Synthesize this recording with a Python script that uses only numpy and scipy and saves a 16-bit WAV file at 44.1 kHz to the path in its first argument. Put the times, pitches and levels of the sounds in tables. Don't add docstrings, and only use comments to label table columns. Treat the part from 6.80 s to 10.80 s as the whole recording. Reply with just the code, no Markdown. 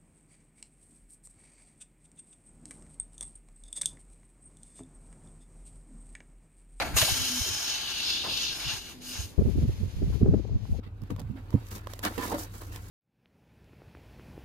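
import sys
import numpy as np
from scipy import signal
from scipy.fft import rfft, irfft
from scipy.io import wavfile
from scipy.ndimage import uniform_filter1d

SR = 44100
rng = np.random.default_rng(int(sys.argv[2]) if len(sys.argv) > 2 else 0)


def persist_wave(psi):
    counts = np.round(np.clip(psi, -1, 1) * 32767).astype(np.int16)
    wavfile.write(sys.argv[1], SR, np.atleast_2d(counts).T)


N = 176400
T = np.arange(N) / SR
F = np.maximum(np.fft.rfftfreq(N, 1 / SR), 1)
VALVE_PAN_DB, TOP_HZ = 1.3, 15450
DIFFUSE_DB = -3
SCATTER_FROM_HZ = 670


def amp(db):
    return 10 ** (np.asarray(db) / 20)


def unit(x):
    return x / np.std(x.mean(axis=0))


def curve(table, column=1):
    rows = np.array(table, float)
    return np.interp(T, rows[:, 0], rows[:, column])


def colour(points):
    hz, db = np.array(points, float).T
    return amp(np.interp(np.log(F), np.log(hz), db))


def band(lo_hz, hi_hz, order):
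    return 1 / np.sqrt((1 + (lo_hz / F) ** order) * (1 + (F / hi_hz) ** order))


def bell(hz, octaves, bins_hz=F):
    return np.exp(-.5 * (np.log2(bins_hz / hz) / octaves) ** 2)


def noise(channels=2):
    return rfft(rng.standard_normal((channels, N)))


def walk(rate_hz):
    drift = irfft(noise(channels=1)[0] * np.exp(-(2 * F / rate_hz) ** 2), N)
    return drift / drift.std()


def pan(left_minus_right_db):
    gains = amp(np.array([left_minus_right_db, -left_minus_right_db]).reshape(2, -1) / 2)
    return gains / gains.mean(axis=0)


def patio_paths(count=160, echo_db=0.5, decay_s=.012):
    # (frequency [Hz], phase [rad])
    left_lead = [(100, 0), (2700, .1), (3300, 1.5), (3900, 3.1), (4500, 4.7), (5100, 5.9), (7200, 6.0),
                 (10000, 7.5), (12500, 8.7), (15000, 9.0)]
    lags_s = rng.uniform(.0005, 4 * decay_s, (2, count))
    gains = rng.standard_normal((2, count)) * np.exp(-lags_s / decay_s)
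    taps = np.array([np.bincount((lag_s * SR).astype(int), gain / np.linalg.norm(gain), N)
                     for lag_s, gain in zip(lags_s, gains)])
    lead_rad = np.interp(F, *np.array(left_lead).T)
    direct = np.array([np.exp(1j * lead_rad), np.ones(len(F))])
    scattered = amp(echo_db) * rfft(taps) * F / (F + SCATTER_FROM_HZ)
    return (direct + scattered) * pan(VALVE_PAN_DB)


def jet(paths, flutter_hz=120, shut_s=2.603):
    # (time [s], core level [dB], low rush, upper hiss, treble [dB re core])
    flow = [(0.0, -34.5, 4, -14, -10), (0.04, -46, 7, -8, -3.5), (0.14, -54.5, 6.5, -14, -1.5),
            (0.17, -39, 1, 4, 10.5), (0.18, -29, -7.5, -2.5, 0), (0.29, -34.5, -6, -13, 0),
            (0.3, -35, -6, -2, -1), (0.39, -39.5, -3, -1.5, 0), (0.43, -36, -7, -3.5, -4.5),
            (0.58, -39.5, -5.5, 1.5, -0.5), (0.75, -40.5, -4.5, 1, -3.5), (0.83, -41, -3.5, 0.5, -4),
            (0.9, -36.5, -9, -3.5, -10.5), (1.04, -40, -7, -8.5, -10), (1.21, -36.5, -12, -8.5, -12.5),
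            (1.26, -36, -12.5, -12, -14), (1.34, -32, -15, -12.5, -16), (1.41, -37, -13, -11, -15.5),
            (1.47, -41.5, -13, -11, -11.5), (1.51, -36, -20, -16, -14), (1.63, -35, -12.5, -4.5, -12.5),
            (1.69, -35.5, -16.5, -9.5, -17.5), (1.78, -45, -2.5, -6.5, -3), (1.9, -37, -8, -8, -13),
            (1.96, -42.5, -3, -4, -4.5), (2.01, -49, -9, -6, -6.5), (2.12, -54, -1.5, -6, -2.5),
            (2.2, -72, -8, -16, -8), (2.22, -54.5, -7, -5, -3.5), (2.29, -49, -7, -4.5, 3.5),
            (2.36, -46, -2, 0, -4), (2.43, -49, -6.5, 0.5, 0), (2.52, -67, -7, -4, 1.5),
            (2.55, -86, 11, 4, 6)]
    edges_hz = [300, 2300, 5350, 7200, 16000]
    # (frequency [Hz], relative density [dB])
    spectrum = [(300, -11), (550, -19), (800, -8), (1100, -13.5), (1600, -6.5), (2020, -14.5), (2400, -3),
                (2850, 2.5), (3300, 2.5), (4000, 4), (4700, 1.5), (5100, -2), (5700, -2), (6400, 4),
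                (6900, -4.5), (7450, -18.5), (8200, -15.5), (9300, -15.5), (11000, -14), (13000, -19),
                (14500, -18), (15400, -25.5)]
    # (centre [Hz], width [Hz], lift [dB])
    cavity = [(2250, 47, -2), (2700, 40, -0.5), (2730, 77, 6.5), (3035, 65, 7), (4093, 83, 4.5),
              (4480, 170, 4.5), (4940, 40, 11)]
    cavity_db = sum(db / (1 + (2 * (F - hz) / width_hz) ** 2) for hz, width_hz, db in cavity)
    path_power = uniform_filter1d(abs(paths.mean(axis=0)) ** 2, size=1600)
    path_gain = np.sqrt(path_power + amp(DIFFUSE_DB) ** 2 / 2)
    air = noise(channels=1) * paths + amp(DIFFUSE_DB) * noise() * F / (F + SCATTER_FROM_HZ)
    air = air * colour(spectrum) * amp(cavity_db) / path_gain
    core_db = curve(flow) + walk(flutter_hz)
    shading_db = [curve(flow, column=2), 0, curve(flow, column=3), curve(flow, column=4)]
    out = 0
    for lo_hz, hi_hz, shade_db in zip(edges_hz, edges_hz[1:], shading_db):
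        hiss = unit(irfft(air * band(lo_hz, hi_hz, order=40), N))
        out = out + hiss * amp(core_db + shade_db)
    return out * np.clip((shut_s - T) / .04, 0, 1)


def handling(paths):
    # (start [s], level [dB], rise [s], decay [s], centre [Hz], width [oct])
    knocks = [(.001, -31, .0003, 0.054, 700, 0.29), (0.014, -28.5, 0.00035, 0.011, 1710, 0.63),
              (0.019, -41, 0.0016, 0.027, 690, 0.14), (.164, -25, 0.0027, 0.021, 840, 1.6),
              (0.1831, -17, .0006, 0.0046, 5200, 1.24), (0.1874, -21.5, .0004, 0.0017, 2540, 1),
              (0.196, -23, 0.00033, .003, 6500, .9), (0.2159, -18, .0002, 0.0025, 1360, 1.2),
              (0.218, -24.5, 0.0014, 0.011, 1870, 0.71), (.222, -30.5, 0.0013, 0.02, 630, 0.21),
              (0.276, -27, 0.0071, 0.013, 720, 0.33), (.648, -39, .012, 0.035, 324, 0.72),
              (1.3, -51.5, 0.009, .11, 320, 0.28), (1.435, -36.5, 0.0051, 0.064, 684, 0.96),
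              (1.46, -43, 0.0055, 0.073, 220, 0.99), (3.323, -50, .002, 0.018, 895, 0.64)]
    out = 0
    for start_s, db, rise_s, decay_s, hz, octaves in knocks:
        age_s = np.maximum(T - start_s, 0)
        envelope = (1 - np.exp(-age_s / rise_s)) * np.exp(-age_s / decay_s)
        excitation = noise(channels=1) * paths + amp(DIFFUSE_DB) * noise()
        ring = unit(irfft(excitation * bell(hz, octaves), N))
        out = out + amp(db) * envelope * ring
    return out


def rumble():
    # (frequency [Hz], relative density [dB])
    spectrum = [(20, -4), (60, 7), (135, 0), (190, -2.5), (300, -1.5), (500, -11), (1000, -17.5),
                (2000, -40), (6000, -56)]
    # (time [s], level [dB])
    levels = [(0, -40.5), (.8, -54), (1.5, -48.5), (2.1, -51.5), (2.55, -50), (4, -52)]
    air = noise() + 1.17 * noise(channels=1)
    return unit(irfft(air * colour(spectrum), N)) * amp(curve(levels))


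def throat(trim_db=-5.5, relative_width=0.065, wander_depth=.011, wander_hz=22):
    # (time [s], centre [Hz], relative level [dB])
    lower = [(0.15, 2810, -54), (0.17, 2775, -25), (.235, 2830, -34), (.27, 2900, -36), (0.33, 3060, -40),
             (.62, 3040, -39.5), (0.88, 3040, -42.5), (1.02, 2960, -37.5), (1.2, 2810, -33.5),
             (1.26, 2850, -59), (1.35, 2860, -42), (1.46, 2800, -39.5), (1.56, 2860, -41),
             (1.68, 2820, -38), (1.81, 2880, -49), (1.89, 2800, -29), (1.94, 2880, -39), (2.0, 2890, -47),
             (2.12, 2830, -49), (2.17, 2770, -73), (2.3, 2830, -45), (2.39, 2810, -46), (2.48, 2820, -58)]
    middle = [(1.0, 3480, -46), (1.12, 3400, -43), (1.22, 3480, -42), (1.35, 3520, -32.5),
              (1.46, 3630, -39), (1.55, 3610, -40), (1.68, 3540, -38), (1.76, 3580, -55), (1.89, 3500, -38),
              (1.98, 3470, -54)]
    upper = [(.16, 5370, -35), (.3, 5314, -34), (.9, 5290, -34), (1.05, 4970, -70), (1.21, 5030, -51),
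             (1.26, 5030, -28.5), (1.33, 5020, -31), (1.4, 5030, -47), (1.48, 4980, -35.5),
             (1.7, 5040, -38.5), (1.93, 5150, -40), (2.15, 5050, -73), (2.3, 5020, -39.5),
             (2.47, 5120, -48)]
    out = 0
    for mode in (lower, middle, upper):
        start_s, start_hz, _ = mode[0]
        end_s = mode[-1][0]
        common = rng.standard_normal(N) + 1j * rng.standard_normal(N)
        per_port = rng.standard_normal((2, N)) + 1j * rng.standard_normal((2, N))
        lowpass = signal.butter(2, relative_width * start_hz / 2, fs=SR, output="sos")
        turbulence = signal.sosfilt(lowpass, common + 0.46 * per_port)
        hz = curve(mode) * (1 + wander_depth * walk(wander_hz))
        ring = unit((turbulence * np.exp(2j * np.pi * np.cumsum(hz) / SR)).real)
        gate = np.clip(np.minimum(T - start_s, end_s - T) / 0.011, 0, 1)
        out = out + ring * gate * amp(curve(mode, column=2) + trim_db)
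    return out * pan(VALVE_PAN_DB)


def puffs(size=16384, common_gain=0.46, rasp_hz=890):
    # (peak time [s], level [dB], half length [s], centre [Hz])
    eddies = [(0.154, -26, 0.01, 81), (0.225, -29, 0.011, 100), (0.322, -27.5, 0.01, 81),
              (0.411, -36, 0.026, 75.4), (0.613, -29.5, 0.008, 67.8), (0.721, -40, 0.027, 73),
              (1.431, -53, 0.06, 90.5), (1.87, -35, 0.013, 80), (1.945, -40.5, .016, 86.2),
              (2.402, -30, 0.011, 79.3), (2.448, -36.5, 0.013, 80), (2.596, -24, 0.007, 115),
              (2.613, -33, 0.0033, 290), (2.622, -22, 0.002, 270), (2.674, -26.5, 0.0073, 225),
              (2.757, -28.5, .004, 230), (2.784, -23, 0.0035, 205), (2.826, -32, 0.004, 280),
              (2.836, -19, 0.0059, 113), (2.857, -26.5, 0.0058, 197), (2.895, -23, 0.012, 85.5),
              (3.012, -30.5, .007, 170), (3.227, -25.5, 0.0056, 240), (3.281, -22.5, 0.0048, 96),
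              (3.416, -23, 0.0038, 253), (3.43, -11.5, 0.0037, 132), (3.462, -20.5, 0.0035, 260),
              (3.474, -32.5, 0.011, 326), (3.494, -11.5, 0.0055, 110), (3.531, -20, .003, 139),
              (3.542, -18.5, 0.0037, 310), (3.571, -24, 0.0049, 176), (3.599, -30, 0.0044, 290),
              (3.652, -38, 0.0035, 380), (3.695, -42.5, 0.0028, 380), (3.71, -33, 0.0028, 110),
              (3.763, -25.5, 0.0054, 110), (3.854, -46.5, 0.0015, 600), (3.897, -32.5, 0.0038, 190),
              (3.923, -21.5, 0.0085, 70), (3.946, -47.5, 0.014, 500), (3.994, -35.5, 0.0049, 265)]
    out = np.zeros((2, N + size))
    offset_s = (np.arange(size) - size // 2) / SR
    bins_hz = np.maximum(np.fft.rfftfreq(size, 1 / SR), 1)
    for peak_s, db, half_s, hz in eddies:
        push = np.exp(-.5 * (offset_s / half_s) ** 2)
        body = bell(hz, octaves=0.54, bins_hz=bins_hz)
        rasp = amp(-37) * (hz / 300) ** 2 * bell(rasp_hz, octaves=0.72, bins_hz=bins_hz)
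        air = rng.standard_normal((2, size)) + common_gain * rng.standard_normal(size)
        thump = push * irfft(rfft(air) * (body + rasp), size)
        thump *= np.sqrt(2 * np.sum(push ** 2) / np.sum(thump ** 2))
        first = int(peak_s * SR)
        out[:, first:first + size] += amp(db) * thump
    return out[:, size // 2:N + size // 2]


def hums():
    # (start [s], length [s], pitch [Hz], level [dB])
    tones = [(0.352, 0.14, 255, -48.5), (0.5, 0.1, 250.3, -40), (2.146, 0.22, 247.6, -51)]
    waver = 1 + 0.0143 * walk(rate_hz=22.7)
    out = 0
    for start_s, length_s, hz, db in tones:
        swell = np.sin(np.pi * np.clip((T - start_s) / length_s, 0, 1)).clip(0) ** 0.1
        tone = np.sqrt(2) * np.sin(2 * np.pi * np.cumsum(hz * waver) / SR)
        out = out + amp(db) * swell * tone
    return out


def rustle(right_lead_s=.00043, split_hz=7200):
    # (time [s], body, treble [relative dB])
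    levels = [(2.56, -64, -67), (2.78, -57.5, -63), (3.28, -61.5, -67.5), (3.34, -58, -62.5),
              (3.45, -64.5, -73), (3.58, -63.5, -73.5), (3.73, -66.5, -80), (3.83, -64.5, -74.5),
              (3.92, -64.5, -66), (4.0, -62, -72)]
    # (frequency [Hz], relative density [dB])
    spectrum = [(600, -13.5), (1200, -1.5), (2000, 0), (3800, 1), (6500, -4.5), (7700, -13.5), (9500, -9),
                (12000, -8), (15000, -15.5)]
    port_delay = np.exp(-2j * np.pi * F * np.array([[right_lead_s], [0]]))
    leaves = (noise() + 0.68 * port_delay * noise(channels=1)) * colour(spectrum)
    body = unit(irfft(leaves * band(560, split_hz, order=24), N))
    treble = unit(irfft(leaves * band(split_hz, TOP_HZ, order=24), N))
    body *= amp(curve(levels) + 0.5)
    treble *= amp(curve(levels, column=2) - 1.5)
    return (body + treble) * amp(1.1 * walk(rate_hz=66))


def wind(start_s=2.577, rise_s=0.0044, reference_db=-26.5, eddy_hz=180):
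    # (time [s], relative level [dB], left minus right [dB])
    gusts = [(2.555, -54, 7.5), (2.575, -28.5, 23), (2.591, -22, 16), (2.635, -32, -22), (2.675, -25.5, 4),
             (2.715, -30.5, 32), (2.763, -34, -3), (2.783, -26.5, 4), (2.807, -31, 4), (2.843, -27, -3),
             (2.871, -38.5, 8), (2.895, -29.5, 0), (2.969, -44, 6), (2.985, -38, 2), (3.037, -31, -11),
             (3.085, -36, 6), (3.121, -54, 14), (3.169, -36, -4), (3.217, -31, -4), (3.291, -31, 0),
             (3.311, -31.5, 4), (3.367, -32, 26), (3.391, -34, 10.5), (3.423, -26.5, 1), (3.475, -24, 6),
             (3.511, -26.5, 5), (3.579, -28, 24), (3.619, -39.5, 39), (3.765, -29.5, -3),
             (3.785, -40.5, 20), (3.835, -37, 16), (3.86, -46.5, 13), (3.925, -31.5, 1), (3.95, -37.5, 30),
             (4.0, -40.5, 12)]
    # (frequency [Hz], relative density [dB])
    spectrum = [(12, -47), (20, -15), (54, 5.5), (103, 4), (151, -8.5), (187, -4.5), (275, -14.5),
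                (380, -13.5), (606, -28.5), (925, -41), (1080, -43.5), (2000, -56), (2600, -82),
                (4400, -120)]
    edges_hz = [15, 190, 420, 2500]
    trims_db, slopes = [0.5, -0.5, -1], [1, 3.1, 1.44]
    air = noise() * colour(spectrum)
    air /= np.std(irfft(air, N).mean(axis=0))
    flicker_db = 2 * (np.array([walk(eddy_hz), walk(eddy_hz)]) - .3)
    gust_db = curve(gusts) - reference_db + flicker_db
    out = 0
    for lo_hz, hi_hz, trim_db, slope in zip(edges_hz, edges_hz[1:], trims_db, slopes):
        eddies = irfft(air * band(lo_hz, hi_hz, order=8), N)
        out = out + eddies * amp(reference_db + trim_db + slope * gust_db)
    onset = np.clip((T - start_s) / rise_s, 0, 1)
    return out * onset * pan(curve(gusts, column=2))


def scene():
    paths = patio_paths()
    return jet(paths) + handling(paths) + rumble() + throat() + puffs() + hums() + rustle() + wind()


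def record(dry):
    return signal.sosfilt(signal.ellip(10, .2, 80, TOP_HZ, fs=SR, output="sos"), dry)


dry = scene()
out = record(dry)
persist_wave(out)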